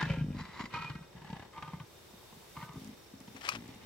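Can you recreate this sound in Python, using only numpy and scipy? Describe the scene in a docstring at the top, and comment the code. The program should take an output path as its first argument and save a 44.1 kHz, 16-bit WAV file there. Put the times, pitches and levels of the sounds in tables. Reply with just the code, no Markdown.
"""Growls and snarls of two leopards in dry grass run throughout: throat flaps that ring the chest and send
puffs through the mouth, over rough air and wavering whistles. Some later growls have a nearly shut mouth.
Dry grass ticks are short noise bursts; close by on the left, shaped noise scuffs and clicks sharply.
Filtered noise underneath gives still air, a high hiss, a thin whine and an insect's throbbing trill."""
import sys
import numpy as np
from scipy import signal
from scipy.fft import rfft, irfft, next_fast_len
from scipy.io import wavfile

SR = 44100
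rng = np.random.default_rng(int(sys.argv[2]) if len(sys.argv) > 2 else 0)


def store_pcm(level_fs):
    """Save levels as 16-bit WAV."""
    pcm = np.round(np.clip(level_fs, -1, 1) * 32767).astype(np.int16)
    wavfile.write(sys.argv[1], SR, np.atleast_2d(pcm).T)


N = 169785
T = np.arange(N) / SR

# Runs of throat flaps: (first flap [s], last flap [s], nominal rate [flaps/s], last gap / first gap [ratio],
# nominal chest pitch [Hz], nominal chest T60 [s])
GROWLS = [(0.025, 0.208, 27, 1, 153.5, 0.084), (0.242, .408, 49, 1, 178, 0.023),
          (0.451, 0.487, 24, 1, 166, 0.065), (0.6, 0.638, 26, 1, 221, 0.036),
          (0.654, 0.737, 13, 1, 167, 0.025), (.795, 1.008, 19, 1.15, 157, 0.055),
          (1.15, 1.166, 38, 1, 166, 0.04), (1.217, 1.328, 37, 1, 173, 0.033),
          (1.365, 1.424, 33, 0.98, 164, 0.025), (1.577, 1.798, 18, 1.4, 163, 0.076),
          (2.107, 2.136, 33, 1, 183, 0.039), (2.324, 2.366, 23, 1, 197, 0.046),
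          (2.566, 2.761, 15.4, 1.2, 160.3, 0.087), (2.738, 2.928, 53, 1, 235.5, 0.068),
          (3.135, 3.347, 14, 1, 248.5, 0.11), (3.532, 3.655, 57, 0.956, 241, 0.056),
          (3.686, 3.833, 14, 1.1, 235, 0.13)]
# Effort through each snarl, before trims:
# (time [s], chest thump [dB], mouth puff [dB], air [dB])
LUNGE = [(0, -38, -38, -29.5), (.03, -26.5, -26, -36), (.066, -29.5, -41, -40.5)]
ROAR = [(.066, -32, -53, -45.5), (.1, -22.5, -32, -42.5), (.135, -32.5, -36.5, -42),
        (.175, -27.5, -55, -52), (.21, -24.5, -67, -47.5), (.27, -21.5, -58, -71), (.34, -27, -55, -58)]
SPIT = [(.34, -20, -59, -57.5), (.378, -21.5, -57, -49), (.392, -33, -39, -50), (.41, -19, -43, -45.5),
        (.45, -53, -41.5, -52), (.53, -34, -61, -52.5), (.6, -29.5, -43, -41.5), (.64, -33, -43.5, -50.5),
        (.66, -48, -35.5, -59), (.69, -50, -75, -78)]
HISS = [(.69, -50, -55, -60), (.727, -30, -38, -48.5), (.735, -35, -35.5, -38.5), (.81, -43, -49, -42),
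        (.86, -40, -34.5, -46), (.9, -29, -36, -45), (.95, -35, -41, -56.5), (1.01, -42.5, -65, -56.5),
        (1.1, -55, -68, -74.5)]
RATTLE = [(1.12, -43.5, -76, -58), (1.22, -39.5, -49, -58), (1.25, -39, -44.5, -62),
          (1.275, -51, -48.5, -53), (1.302, -31, -41, -60), (1.33, -28.5, -39.5, -63),
          (1.365, -36, -44.5, -50), (1.395, -28.5, -41.5, -62), (1.43, -52, -45.5, -57),
          (1.5, -55, -60, -64.5)]
WARNING = [(1.52, -55, -60, -62), (1.535, -52, -55, -49.5), (1.575, -47.5, -39.5, -46.5),
           (1.625, -41.5, -31.5, -55), (1.68, -40.5, -40, -49.5), (1.74, -33.5, -42, -51.5),
           (1.805, -43, -39.5, -64), (1.86, -50, -37, -62.5)]
MUTTER = [(2.08, -60, -59, -77), (2.14, -42.5, -59.5, -65.5), (2.33, -47.5, -47, -63.5),
          (2.38, -49, -68, -64), (2.47, -55, -60, -62)]
PARTING = [(2.555, -39, -41.5, -49), (2.58, -43, -38, -51.5), (2.63, -42, -38.5, -47.5),
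           (2.69, -48, -39.5, -56.5), (2.742, -43, -70, -56), (2.765, -38.5, -54, -64),
           (2.8, -51.5, -64, -64)]
GRUMBLE = [(2.8, -43.5, -68, -62), (2.89, -42.5, -61.5, -66), (2.95, -56.5, -55, -76),
           (3.13, -47, -64, -82), (3.28, -43, -51.5, -76), (3.35, -46.5, -55.5, -72),
           (3.53, -39.5, -60, -61), (3.64, -43.5, -55.5, -79), (3.7, -42.5, -52.5, -56.5),
           (3.76, -47.5, -66, -64.5), (3.85, -51, -55, -58)]
# Mouth resonances of each snarl: (frequency [Hz], width [Hz], relative level [dB])
LUNGE_MOUTH = [(1010, 140, -4), (1420, 66, -5), (1680, 93, 4), (2620, 24, -7), (3070, 37, -7.5),
               (3730, 85, -10)]
ROAR_MOUTH = [(532, 21, 2), (960, 150, -11.5), (1388, 27, -5.5), (1660, 27, -5.5), (1910, 89, -12),
              (2420, 170, -8), (3085, 110, -12)]
SPIT_MOUTH = [(1003, 194, 1.5), (2014, 250, 0), (2870, 140, -28), (3740, 32, -24), (3980, 57, -2.5),
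              (4610, 120, -7), (5340, 310, -12.5), (6900, 68, -1.5)]
HISS_MOUTH = [(950, 66, -3), (1310, 58, -1.5), (1573, 25, -0.5), (1904, 8, 2), (2160, 41, -6.5),
              (2477, 20, 0.5), (2950, 130, -13), (4260, 340, -19.5), (5500, 130, -26)]
RATTLE_MOUTH = [(872, 150, -2), (1707, 59, -2), (1956, 43, -5), (2970, 180, -16), (3260, 50, -18),
                (3740, 260, -33), (4500, 60, -16)]
WARNING_MOUTH = [(914, 110, -3.5), (1224, 39, 0.5), (1495, 34, -8), (2120, 370, -13), (3220, 66, -15),
                 (3670, 21, -21)]
PARTING_MOUTH = [(940, 105, -0.5), (1213, 55, 2), (1523, 19, -2.5), (1760, 49, -11), (2090, 190, -9.5),
                 (3080, 32, -29)]
SHUT_MOUTH = [(840, 140, 2), (1160, 170, -3.5), (1760, 160, -13.5)]
# Snarls, panned before the cats' shared balance:
# (effort [table], mouth [table], left over right [dB], broad rasp [dB])
SNARLS = [(LUNGE, LUNGE_MOUTH, 1, -5), (ROAR, ROAR_MOUTH, 1, -4.5), (SPIT, SPIT_MOUTH, 0.67, -4),
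          (HISS, HISS_MOUTH, 0.87, -5), (RATTLE, RATTLE_MOUTH, 1, -3.5), (WARNING, WARNING_MOUTH, 0, -8),
          (MUTTER, SHUT_MOUTH, -0.64, -17), (PARTING, PARTING_MOUTH, -0.13, -8.5),
          (GRUMBLE, SHUT_MOUTH, -0.19, 4)]
# Colour of the broad rasp: (frequency [Hz], relative level [dB])
RASP = [(200, 8), (400, 2), (700, -9), (1000, -15.5), (2000, 1), (4000, -6.5), (6500, -16.5), (9000, -28),
        (15000, -38)]
# Colour of the breath ahead of the mouth resonances: (frequency [Hz], relative level [dB])
AIR_COLOUR = [(300, -20), (550, 0), (950, 1.5), (1400, -2), (5000, -4), (9000, -25), (15000, -22)]
# Chest modes: (multiple of chest pitch [ratio], relative level [dB], share of chest T60 [ratio])
CHEST = [(.45, -7, 1.35), (.8, -2.5, 1.06), (1.05, 3, 1.02), (1.6, -8.5, 0.83), (2.7, -15.5, 0.3)]
# Whistles in the throat, before waver: (start [s], end [s], start pitch [Hz], end pitch [Hz], level [dB])
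WHISTLES = [(0, 0.047, 1690, 1800, -35), (.09, 0.161, 565, 530, -45.5), (.15, 0.23, 1610, 1605, -56),
            (0.726, .895, 2490, 2425, -47), (.735, 0.823, 1250, 1310, -46),
            (1.616, 1.724, 1195, 1255, -57.5)]
# Tonal balance of the cats between the sides: (frequency [Hz], left over right [dB])
CATS_BALANCE = [(150, -0.68), (300, -1.8), (1000, 0.91), (2200, -1.5), (4500, 2.4)]
# Dull ground echoes: (delay [s], level [dB])
GROUND = [(.0065, -11), (0.0133, -17), (.033, -10.5)]
# Colour of the still air: (frequency [Hz], relative level [dB])
FLOOR = [(15, -53), (25, -2), (140, -1), (274, -9), (349, 0.5), (598, -6), (741, -9.5), (804, -8.5),
         (1710, -15.5), (3170, -19), (3720, -18.5), (4040, -18.5), (5580, -16.5), (7100, -22),
         (15500, -27.5)]
# High hiss through time, before its trim: (time [s], level [dB])
TREBLE = [(0, -69), (.25, -72), (1.45, -72), (1.82, -69), (1.92, -65), (2.3, -63.5), (2.65, -61.5),
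          (2.7, -69), (2.8, -61.5), (2.93, -66.5), (3.0, -65), (3.2, -67.5), (3.3, -64), (3.85, -67)]
# Colour of the high hiss: (frequency [Hz], relative level [dB])
TREBLE_COLOUR = [(1000, 2), (3700, 4.5), (6000, 1), (10000, -2), (12500, -1), (15500, -2.5)]
# Thin whine: (frequency [Hz], level [dB], width [Hz])
WHINE = [(3645, -71.5, 19), (7740, -78.5, 80)]
# Likeness of the two sides in wide noise: (frequency [Hz], left-right correlation [ratio])
LIKENESS = [(60, .98), (170, 0.65), (350, 0.26), (1000, 0.23), (3000, 0.15), (8000, 0.045), (15000, 0.032)]
# Insect trill through time, before its throb: (time [s], level [dB])
INSECT = [(0, -75), (2.4, -80), (2.8, -73), (3.85, -74.5)]
# Dry grass ticks, before their trim: (time [s], level [dB])
TICKS = [(2.7345, -50), (2.8459, -45), (2.875, -48), (3.2037, -45), (3.2757, -53), (3.4101, -52),
         (3.679, -46.5), (3.7473, -49)]
# Colour of the ticks: (frequency [Hz], relative level [dB])
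TICK_COLOUR = [(1500, -18), (4000, -5), (7000, 4), (10000, -12), (15000, -18)]
# Scuffs around the click: (time [s], level [dB], rise constant [s], fall constant [s])
SCUFFS = [(3.367, -50.5, 0.0047, 0.015), (3.413, -48, 0.0024, 0.0067), (3.456, -41, 0.015, .014),
          (3.479, -42.5, 0.0022, 0.012), (3.525, -45.5, 0.021, 0.028), (3.556, -46.5, .008, .007)]
# Colour of the scuffs: (frequency [Hz], relative level [dB])
SCUFF_COLOUR = [(200, -11), (700, 0), (1500, 2.5), (2800, 0), (4000, -8), (5500, -7.5), (8000, -16),
                (15000, -34)]
# Sharp click close by: (time [s], level [dB], decay constant [s])
CLICKS = [(3.4896, -25, 0.0032)]
# Colour of the click: (frequency [Hz], relative level [dB])
CLICK_COLOUR = [(200, -15), (550, -36), (850, 2), (1300, 8.5), (1800, -26), (2500, 9), (3400, -12),
                (5300, -5), (7000, -13.5), (11000, -18.5), (15000, -26)]
# Tonal balance of the click and scuffs between the sides: (frequency [Hz], left over right [dB])
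CLICK_BALANCE = [(200, 3), (1000, 3), (2300, 11), (5000, 11), (12000, 8)]

FLAP_SOFT_HZ, FLAP_SCATTER_DB, PITCH_SCATTER = 407, 2.8, 0.045  # pitch scatter is a ratio
PUFF_RISE_S, PUFF_FALL_S = 0.0013, 0.0063
PUFF_TRIM_DB, AIR_TRIM_DB, AIR_ROUGH_DB = 1, -3, 3
FADE_S = 0.016
CATS_LEAD_S, CLICK_LEAD_S = 0.00003, 0.000227  # left side leads
ECHO_DB, ECHO_T60_S = -11, 0.19
FLOOR_DB, FLOOR_TOP_HZ, TREBLE_TRIM_DB = -57, 3970, 4.5
TICK_S, TICK_TRIM_DB = 0.0015, -2.5
CLICK_TAIL_DB, CLICK_TAIL_S = -9, 0.012
CUTOFF_HZ = 15800


def from_db(db):
    """Turn decibels into an amplitude factor."""
    return 10 ** (np.asarray(db) / 20)


def rms_one(x):
    """Scale a sound to an RMS of one."""
    return x / np.sqrt(np.mean(x ** 2) + 1e-20)


def at_hz(points, hz):
    """Read a curve along a logarithmic frequency axis."""
    hzs, values = np.transpose(points)
    return np.interp(np.log(hz + 1), np.log(hzs + 1), values)


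def shaped(x, gain):
    """Filter by a gain that is a function of frequency."""
    size = next_fast_len(N)
    spectrum = rfft(x, size) * gain(np.fft.rfftfreq(size, 1 / SR))
    return irfft(spectrum, size)[..., :N]


def noise(colour):
    """Random noise with a given spectral colour."""
    return rms_one(shaped(rng.standard_normal(N), lambda hz: from_db(at_hz(colour, hz))))


def wide_noise(colour):
    """Stereo noise, alike in the bass and nearly unrelated in the treble."""
    def likeness(hz):
        return np.clip(at_hz(LIKENESS, hz), -1, 1)
    mid = shaped(noise(colour), lambda hz: np.sqrt(1 + likeness(hz)))
    side = shaped(noise(colour), lambda hz: np.sqrt(1 - likeness(hz)))
    return rms_one(np.array([mid + side, mid - side]))


def near_noise(colour, scatter_db=-7):
    """Noise from one spot, with a diffuse share."""
    return noise(colour) + from_db(scatter_db) * wide_noise(colour)


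def drift(rate_hz):
    """Smoothed random motion around zero, losing strength above the given rate."""
    return rms_one(shaped(rng.standard_normal(N), lambda hz: 1 / (1 + (hz / rate_hz) ** 2)))


def butter(x, hz, kind, order=2):
    """Low or high cut with a smooth passband."""
    sos = signal.butter(order, hz, kind, fs=SR, output="sos")
    return signal.sosfilt(sos, x + 1e-18)


def resonance(x, hz, width_hz):
    """A damped resonance that lets through a band around its pitch."""
    r = np.exp(-np.pi * width_hz / SR)
    feed = np.array([1, 0, -1]) * (1 - r * r) / 2
    feedback = [1, -2 * r * np.cos(2 * np.pi * hz / SR), r * r]
    return signal.lfilter(feed, feedback, x + 1e-18)


def pan(left_db):
    """Gains for the two sides, differing by left_db."""
    return from_db([[left_db / 2], [-left_db / 2]])


def decay(start, fall_s):
    """An instant attack and exponential fall."""
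    return (T >= start) * np.exp(-np.abs(T - start) / fall_s)


def add(out, s, sound):
    """Mix a short sound into out at a time in seconds."""
    i = max(int(s * SR), 0)
    out[i:i + len(sound)] += sound[:max(N - i, 0)]


def flaps():
    """Time the throat flaps as (s, chest Hz, T60 s); gaps may stretch or shrink through a run."""
    rows = []
    for first, last, rate, slowing, hz, t60 in GROWLS:
        gap_count = max(int(round((last - first) * rate)), 1)
        gaps = np.geomspace(1, slowing, gap_count)
        progress = np.append(0, np.cumsum(gaps)) / gaps.sum()
        rows += [(s, hz, t60) for s in first + (last - first) * progress]
    return rows


def chest(pulses):
    """Each flap rings the low, damped modes of chest and throat."""
    times, thump_db = np.vstack([snarl[0] for snarl in SNARLS]).T[:2]
    out, t = np.zeros(N), T[:SR // 8]
    for s, hz, t60 in pulses:
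        effort_db = np.interp(s, times, thump_db)
        for k, (multiple, db, share) in enumerate(CHEST):
            detune, strength = rng.standard_normal(2)
            mode_hz = hz * multiple * (1 + PITCH_SCATTER * detune)
            ring = np.sin(2 * np.pi * mode_hz * t) * np.exp(-np.log(1000) * t / (t60 * share))
            level = from_db(effort_db + db + FLAP_SCATTER_DB * strength)
            add(out, s, (-1) ** k * ring * level)
    return butter(out, FLAP_SOFT_HZ, "low", order=1) * pan(left_db=2.5)


def mouths(pulses):
    """Puffs and a rough stream of air pass through the resonances of the mouth, beside a broad rasp."""
    puffs, t = np.zeros(N), T[:SR // 8]
    puff = (1 - np.exp(-t / PUFF_RISE_S)) * np.exp(-t / PUFF_FALL_S)
    for s, _, _ in pulses:
        add(puffs, s, puff)
    rough = from_db(AIR_ROUGH_DB * drift(105))
    rasp, air, out = wide_noise(RASP), noise(AIR_COLOUR), 0
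    for effort, mouth, left_db, rasp_db in SNARLS:
        s, _, puff_db, air_db = np.transpose(effort)
        gate = np.clip(np.minimum(T - s[0], s[-1] - T) / FADE_S + 0.5, 0, 1)
        puff_flow = puffs * from_db(np.interp(T, s, puff_db) + PUFF_TRIM_DB)
        air_flow = rough * from_db(np.interp(T, s, air_db) + AIR_TRIM_DB)
        flow = gate * np.hypot(puff_flow, air_flow)
        # unmodulated air through the same mouth sets the loudness reference
        sources = np.array([air, air * flow])
        steady, voiced = sum((-1) ** k * from_db(db) * resonance(sources, hz, width)
                             for k, (hz, width, db) in enumerate(mouth))
        out = out + pan(left_db) * (voiced / steady.std() + from_db(rasp_db) * rasp * flow)
    return out


def whistles():
    """Gliding sine tones in the throat waver in pitch and strength."""
    waver, out = 1 + 0.00745 * drift(79.4), 0
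    for start, end, start_hz, end_hz, db in WHISTLES:
        hz = np.interp(T, [start, end], [start_hz, end_hz]) * waver
        fade = np.clip(np.minimum(T - start, end - T) / FADE_S, 0, 1)
        out = out + from_db(db) * fade * np.sin(2 * np.pi * np.cumsum(hz) / SR)
    return out * from_db(2.9 * drift(50))


def placed(x, lead_s, balance):
    """The left side hears the sound earlier, and louder or softer by frequency."""
    side = np.array([[0.5], [-0.5]])

    def direction(hz):
        return from_db(side * at_hz(balance, hz)) * np.exp(2j * np.pi * hz * lead_s * side)
    return shaped(x, direction)


def surroundings(x):
    """Grass and ground scatter the sound: the treble differently to each side, the bass alike."""
    t = T[:SR // 3]

    def tail():
        h = rng.standard_normal(len(t)) * np.exp(-np.log(1000) * t / ECHO_T60_S)
        return h / np.linalg.norm(h)

    def ground(hz):
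        return sum(from_db(db) * np.exp(-2j * np.pi * hz * s) for s, db in GROUND)
    high = butter(x, 296, "high")
    low = butter(x.mean(axis=0), 480, "low", order=1)
    treble = np.array([signal.fftconvolve(side, tail())[:N] for side in high])
    return x + from_db(ECHO_DB) * treble + shaped(low, ground)


def background():
    """Coloured noise makes still air and a fluctuating high hiss; narrow resonances make a thin whine."""
    still = from_db(FLOOR_DB) * butter(wide_noise(FLOOR), FLOOR_TOP_HZ, "low", order=1)
    hiss_db = np.interp(T, *np.transpose(TREBLE)) + TREBLE_TRIM_DB
    hiss = from_db(hiss_db) * wide_noise(TREBLE_COLOUR)
    whine = sum(from_db(db) * rms_one(resonance(rng.standard_normal((2, N)), hz, width))
                for hz, db, width in WHINE)
    return still + hiss + whine


def insect(hz=5500, width_hz=200, pulses_per_s=29):
    """A faint trill: a narrow band of noise throbs with a wandering phase."""
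    throb = 1 + np.sin(2 * np.pi * pulses_per_s * T + drift(8.9))
    trill = rms_one(resonance(rng.standard_normal((2, N)), hz, width_hz))
    return from_db(np.interp(T, *np.transpose(INSECT))) * throb * trill


def grass():
    """Small dry ticks: noise with an instant attack and a very short fall."""
    ticks = sum(from_db(db + TICK_TRIM_DB) * decay(s, TICK_S) for s, db in TICKS)
    return ticks * wide_noise(TICK_COLOUR)


def click():
    """A hard noise snap with a short tail, amid grainy scuffing."""
    snap = sum(from_db(db) * (decay(s, fall) + from_db(CLICK_TAIL_DB) * decay(s, CLICK_TAIL_S))
               for s, db, fall in CLICKS)
    scuff = sum(from_db(db) * np.exp(-np.maximum((s - T) / rise, (T - s) / fall))
                for s, db, rise, fall in SCUFFS)
    grain = from_db(3.4 * drift(290))
    return snap * near_noise(CLICK_COLOUR) + scuff * grain * near_noise(SCUFF_COLOUR)


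def scene():
    """Place the cats in their surroundings, then layer the small close sounds and the background."""
    pulses = flaps()
    voices = chest(pulses) + mouths(pulses) + whistles()
    cats = surroundings(placed(voices, CATS_LEAD_S, CATS_BALANCE))
    return cats + background() + insect() + grass() + placed(click(), CLICK_LEAD_S, CLICK_BALANCE)


def record(dry):
    """Cut the deepest bass, and the top very steeply."""
    trimmed = butter(dry, 55, "high", order=3)
    return shaped(trimmed, lambda hz: 1 / np.sqrt(1 + (hz / CUTOFF_HZ) ** 200))


dry = scene()
out = record(dry)
store_pcm(out)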